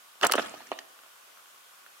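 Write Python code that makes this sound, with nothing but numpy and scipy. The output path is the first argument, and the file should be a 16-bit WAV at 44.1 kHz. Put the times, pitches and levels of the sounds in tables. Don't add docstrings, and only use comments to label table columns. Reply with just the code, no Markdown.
import sys
import numpy as np
from scipy import signal
from scipy.fft import rfft, irfft
from scipy.io import wavfile
from scipy.ndimage import uniform_filter1d

SR = 44100
rng = np.random.default_rng(int(sys.argv[2]) if len(sys.argv) > 2 else 0)


def amplitude_ratio(level_db):
    exponent = np.asarray(level_db, float) / 20
    return 10 ** exponent


def materialize(psi):
    bounded = np.clip(np.atleast_2d(psi).T, -1, 1)
    quanta = np.round(bounded * 32767).astype(np.int16)
    wavfile.write(sys.argv[1], SR, quanta)


N = 88200

# f/Hz, level/dB
HISS_TONE = [(20, -20), (60, -17.5), (200, -21.5), (650, -7), (1300, -6.5), (2330, -9.5), (14500, -15),
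             (16500, -24)]
# f/Hz, likeness (1 = the same)
HISS_LIKENESS = [(60, 0.34), (240, 0.1), (950, 0.0102), (3770, 0.011), (15000, 0.38)]
# f/Hz, width/Hz, level/dB
HISS_PEAKS = [(1150, 100, 7), (1450, 33, 9.5), (3060, 590, 3)]
# t/s, length/s, level/dB, start f/Hz, end f/Hz
SQUEAKS = [
    (.42, .055, -51, 1720, 1680),
    (.515, .02, -53, 1200, 1210),
    (.547, .04, -53, 1110, 1290),
]
# t/s, level/dB
RUB_LEVELS = [
    (.2, -70.5),
    (0.229, -32.5),
    (0.262, -34),
    (.285, -71),
    (0.329, -43),
    (.4, -40),
    (0.449, -44),
    (.55, -52),
    (.7, -56.5),
]
# f/Hz, level/dB
RUB_TONE = [(30, -41), (130, 1), (300, -4), (900, -7.5), (1670, -2.5), (3000, 0.5), (8740, -11),
            (16000, -21)]
# f/Hz, likeness (negative = opposed)
TOUCH_LIKENESS = [(60, 1), (240, 1), (950, 0.61), (3770, -0.18), (15000, -0.22)]
# f/Hz, width/Hz, level/dB
RUB_PEAKS = [(350, 41, 9.5), (1250, 110, 12), (1740, 70, 7.5), (2590, 250, 2)]
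# t/s, peak level/dB, centre f/Hz, fade/s, left minus right/dB
SNAPS = [(0.2125, -21, 4000, 0.0047, -6), (.229, -28, 6040, 0.037, -8), (0.248, -14, 7200, 0.005, -12),
         (.2528, -40, 6500, 0.0051, 8), (0.2674, -8, 7250, 0.0078, -1.5), (0.3132, -22, 6340, 0.007, -14),
         (0.3205, -5.5, 5400, 0.0071, 0.5), (0.3357, -17.5, 6430, 0.0064, -1),
         (0.3526, -40, 8600, 0.0078, -2), (0.3551, -22.5, 8700, 0.0089, 5), (0.361, -23.5, 6000, 0.005, -5),
         (.3885, -34, 8500, .008, 5), (0.393, -36, 6000, .008, 4), (0.4202, -33.5, 4930, 0.022, -.3),
         (0.47, -36, 8100, 0.0071, 5), (0.4954, -35.5, 6650, 0.0085, -3), (0.6695, -43, 5700, 0.014, -2),
         (0.7165, -35, 6850, 0.007, 0), (0.7883, -33, 5460, 0.012, -5.5), (.7895, -30, 3200, .009, 1),
         (0.3219, -22, 4500, 0.0096, -4), (0.728, -37, 3200, 0.019, -5)]
# f/Hz, width/Hz, level/dB
SEAM_PEAKS = [(4330, 320, 7.5), (6000, 760, 1.5), (7950, 370, 4.5), (10300, 310, 4), (11700, 700, 1.5)]
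# t/s, low level/dB, middle level/dB, high level/dB, middle f/Hz
GRIP_KNOCKS = [(.2125, -60, -31.5, -29.5, 1570), (.2212, -56, -28.5, -47, 1150),
               (.2308, -23.5, -18, -26, 1230), (.2335, -18, -15.5, -14, 1830),
               (.2358, -22.5, -22.5, -14, 1360), (.2398, -15, -26, -23, 1120),
               (.2428, -19.5, -13, -32, 1440), (.2452, -18, -38, -48, 940), (.2498, -33, -30, -30, 1360),
               (.2525, -21, -21.5, -19, 1770), (.2565, -33, -23.5, -40, 1230),
               (.2595, -28, -25.5, -44, 1190), (.264, -20, -22.5, -37, 1340),
               (.2968, -45, -17.5, -34, 1297), (.3035, -27, -37, -37, 1250), (.3115, -30, -34, -39, 1900),
               (.3165, -46, -24.5, -28, 2100), (.3212, -30.5, -24.5, -19.5, 1280),
               (.3375, -34, -13.5, -19.5, 1216), (.3428, -19.5, -18.5, -47, 1195),
               (.3532, -15, -25, -27, 1150), (.3792, -37, -21.5, -38, 1870),
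               (.3808, -27.5, -20, -25.5, 1360), (.3838, -15.5, -28, -44, 1220),
               (.3885, -26, -23, -36, 1406), (.3942, -18.5, -20.5, -48, 1480),
               (.3965, -23.5, -24, -30, 1340)]
SETTLING_TAPS = [(0.155, -57, -67, -51, 1100), (0.5397, -32.5, -36, -45, 820), (.479, -61, -68, -60, 910),
                 (0.5509, -43.5, -48, -59, 1150), (.605, -45, -39.5, -49, 930), (0.614, -49, -49, -60, 825),
                 (.67, -64, -44, -57, 1850), (0.7165, -20.5, -26.5, -29.5, 1150),
                 (0.7238, -28.5, -34, -50, 1060), (0.73, -46, -42, -52, 980), (0.734, -56, -62, -52, 990),
                 (.741, -48, -61, -58, 1190), (.7525, -65, -67, -62, 900), (.7885, -46, -32, -36, 1880),
                 (.7908, -60, -42, -42, 1880), (0.99, -58, -44.5, -50, 1450), (1.035, -54, -47, -56, 1290),
                 (1.046, -59, -54, -71, 1400), (1.062, -57.5, -47.5, -61, 1060),
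                 (1.08, -61, -57, -62, 1410), (1.357, -67, -57, -67, 990), (1.373, -65, -45.5, -55, 1390),
                 (1.391, -71, -47.5, -61, 1340), (1.458, -82, -49, -51.5, 1480),
                 (1.49, -75, -52, -60, 1350), (1.545, -74, -50, -59, 1150), (1.56, -69, -52, -62, 1150),
                 (1.734, -71, -56, -65, 1250), (1.8632, -65, -42, -53, 1406)]
# left minus right/dB, left lead/rad
MIC_PATHS = [(0.5, 1), (-5, -0.23), (-2.5, -0.94), (0, -1.45)]
# f/Hz, level/dB
RATTLE_TONE = [(60, -6), (250, -8), (600, 0.5), (1400, 2.5), (3200, -4.5), (4500, -15.5), (9000, -31),
               (16000, -38.5)]


def evened(x):
    return x / np.sqrt(np.mean(x ** 2) + 1e-20)


def read(points, hz):
    f, value = np.transpose(points)
    return np.interp(np.log(hz + 1), np.log(f + 1), value)


def bumps(peaks, hz):
    return sum(db * np.exp(-((hz - f) / width) ** 2) for f, width, db in peaks)


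def add(mix, start_s, sound):
    part = mix[:, round(start_s * SR):][:, :sound.shape[1]]
    part += sound[:, :part.shape[1]]


def noise(tone_db, likeness, patchy_db):
    frames, hz = N // 128 + 5, np.fft.rfftfreq(512, 1 / SR)
    a, b, c, d, patches = rng.standard_normal((frames, 257, 5)).T
    patches = uniform_filter1d(patches, size=6, axis=0)
    patches = evened(uniform_filter1d(patches, size=14, axis=1))
    like = np.clip(read(likeness, hz), -1, 1)[:, None]
    left = a + 1j * b
    right = like * left + np.sqrt(1 - like ** 2) * (c + 1j * d)
    spectra = np.array([left, right]) * amplitude_ratio(tone_db(hz)[:, None] + patchy_db * patches)
    return evened(signal.istft(spectra, nperseg=512, noverlap=384)[1][:, :N])


def hiss():
    def tone_db(hz):
        return read(HISS_TONE, hz) + bumps(HISS_PEAKS, hz)
    return amplitude_ratio(-54.5) * noise(tone_db, HISS_LIKENESS, patchy_db=.9)


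def room(x):
    level_db, dull_hz, t60_s = -18, 4000, .6
    t = np.arange(SR // 2) / SR
    tail = rng.standard_normal((2, len(t))) * amplitude_ratio(-60 * t / t60_s) * (t > .004)
    tail = signal.lfilter(*signal.butter(1, dull_hz, fs=SR), tail)
    tail = tail / np.linalg.norm(tail[0])
    return amplitude_ratio(level_db) * signal.fftconvolve(x, tail, axes=1)[:, :N]


def squeaks():
    out = np.zeros((2, N))
    wobble = evened(uniform_filter1d(rng.standard_normal(N), size=200))
    for start_s, length_s, db, from_hz, to_hz in SQUEAKS:
        progress = np.arange(0, length_s, 1 / SR) / length_s
        waver = wobble[round(start_s * SR):][:len(progress)]
        hz = from_hz + (to_hz - from_hz) * np.sqrt(progress) + 28 * waver
        tone = np.sin(2 * np.pi * np.cumsum(hz) / SR)
        swell = np.sqrt(np.sin(np.pi * progress))
        add(out, start_s, np.ones((2, 1)) * swell * amplitude_ratio(db) * tone)
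    return out


def rub():
    end_s, grit_db = .78, 2.5
    s, db = np.transpose(RUB_LEVELS)
    times = list(s) + [end_s, end_s + .05]
    levels = list(db) + [db[-1], -90]
    level_db = np.interp(np.arange(N) / SR, times, levels, left=-90)
    grit = evened(uniform_filter1d(rng.standard_normal(N), size=150))

    def tone_db(hz):
        return read(RUB_TONE, hz) + bumps(RUB_PEAKS, hz)
    return amplitude_ratio(level_db + grit_db * grit) * noise(tone_db, TOUCH_LIKENESS, patchy_db=5)


def snaps():
    rise_s, width, same = 0.00066, 0.27, -0.0055
    wide_db, full_db, slope = -6.5, -14, 0.9
    out, t = np.zeros((2, N)), np.arange(2048) / SR
    hz = np.fft.rfftfreq(2048, 1 / SR)
    side = np.array([[.5], [-.5]])
    for start_s, db, mid_hz, fade_s, pan_db in SNAPS:
        left, other = rng.standard_normal((2, 2048))
        burst = np.array([left, same * left + np.sqrt(1 - same ** 2) * other])
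        peak = np.exp(-(np.log((hz + 1) / mid_hz) / width) ** 2)
        splash = amplitude_ratio(wide_db + slope * (db - full_db)) * hz ** 2 / (hz ** 2 + 500 ** 2)
        tone = (peak + splash) * amplitude_ratio(bumps(SEAM_PEAKS, hz))
        fall = amplitude_ratio(db - 4.5 - 60 * t / fade_s / 2 + pan_db * side)
        shape = np.minimum(t / rise_s, 1) * fall
        add(out, start_s, shape * evened(irfft(rfft(burst) * tone)))
    return out


def ring(hz, db, t60_s, path):
    t, side = np.arange(3000) / SR, np.array([[.5], [-.5]])
    pan_db, lead = path
    rise = (1 - np.exp(-t * hz * 4.63)) ** 2
    fall = amplitude_ratio(db + 4.5 + pan_db * side - 60 * t / t60_s)
    return rise * fall * np.sin(2 * np.pi * hz * t + lead * side)


def knocks():
    rattle_db, rattle_t60_s = -13, 0.041
    shell_low_hz = 190
    thud_path, low_path, mid_path, high_path = MIC_PATHS
    out, kick = np.zeros((2, N)), np.zeros((1, N))
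    fade_db = -60 * np.arange(4000)[None] / SR / rattle_t60_s
    for start_s, low_db, mid_db, high_db, mid_hz in GRIP_KNOCKS + SETTLING_TAPS:
        u = rng.uniform(-1.11, 1, 3)
        thud = ring(290 * (1 + 0.27 * u[0]), low_db - 11.5, 0.032, thud_path)
        low = ring(597 * (1 + 0.19 * u[1]), low_db, 0.013, low_path)
        middle = ring(mid_hz, mid_db, 0.012, mid_path)
        high = ring(2928 * (1 + 0.04 * u[2]), high_db, 0.01, high_path)
        add(out, start_s, thud - low + middle + high)
        add(kick, start_s, amplitude_ratio(max(low_db, mid_db) + rattle_db + fade_db))
    out = signal.lfilter(*signal.butter(2, shell_low_hz, "high", fs=SR), out)
    buzz = noise(lambda hz: read(RATTLE_TONE, hz), TOUCH_LIKENESS, patchy_db=4)
    return out + signal.lfilter([.1], [1, -.9], kick) * buzz


def scene():
    duck_from_db, duck_share, hold_samples = -40, 0.25, 1500
    hits = knocks() + snaps()
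    power = abs(uniform_filter1d((hits ** 2).mean(0), size=hold_samples))
    loud_db = 10 * np.log10(power + 1e-12)
    duck = amplitude_ratio(-duck_share * np.maximum(loud_db - duck_from_db, 0))
    return hits + duck * (room(hits) + hiss()) + rub() + squeaks()


def roll_off(x):
    return signal.sosfilt(signal.butter(12, 16790, fs=SR, output="sos"), x)


def record(dry):
    bass_hz, top_hz = 143, 16000
    thin = signal.lfilter(*signal.butter(2, bass_hz, "high", fs=SR), dry)
    limit = signal.firwin(255, top_hz, window=("kaiser", 9), fs=SR)
    return roll_off(signal.oaconvolve(thin, limit[None], "same"))


dry = scene()
out = record(dry)
materialize(out)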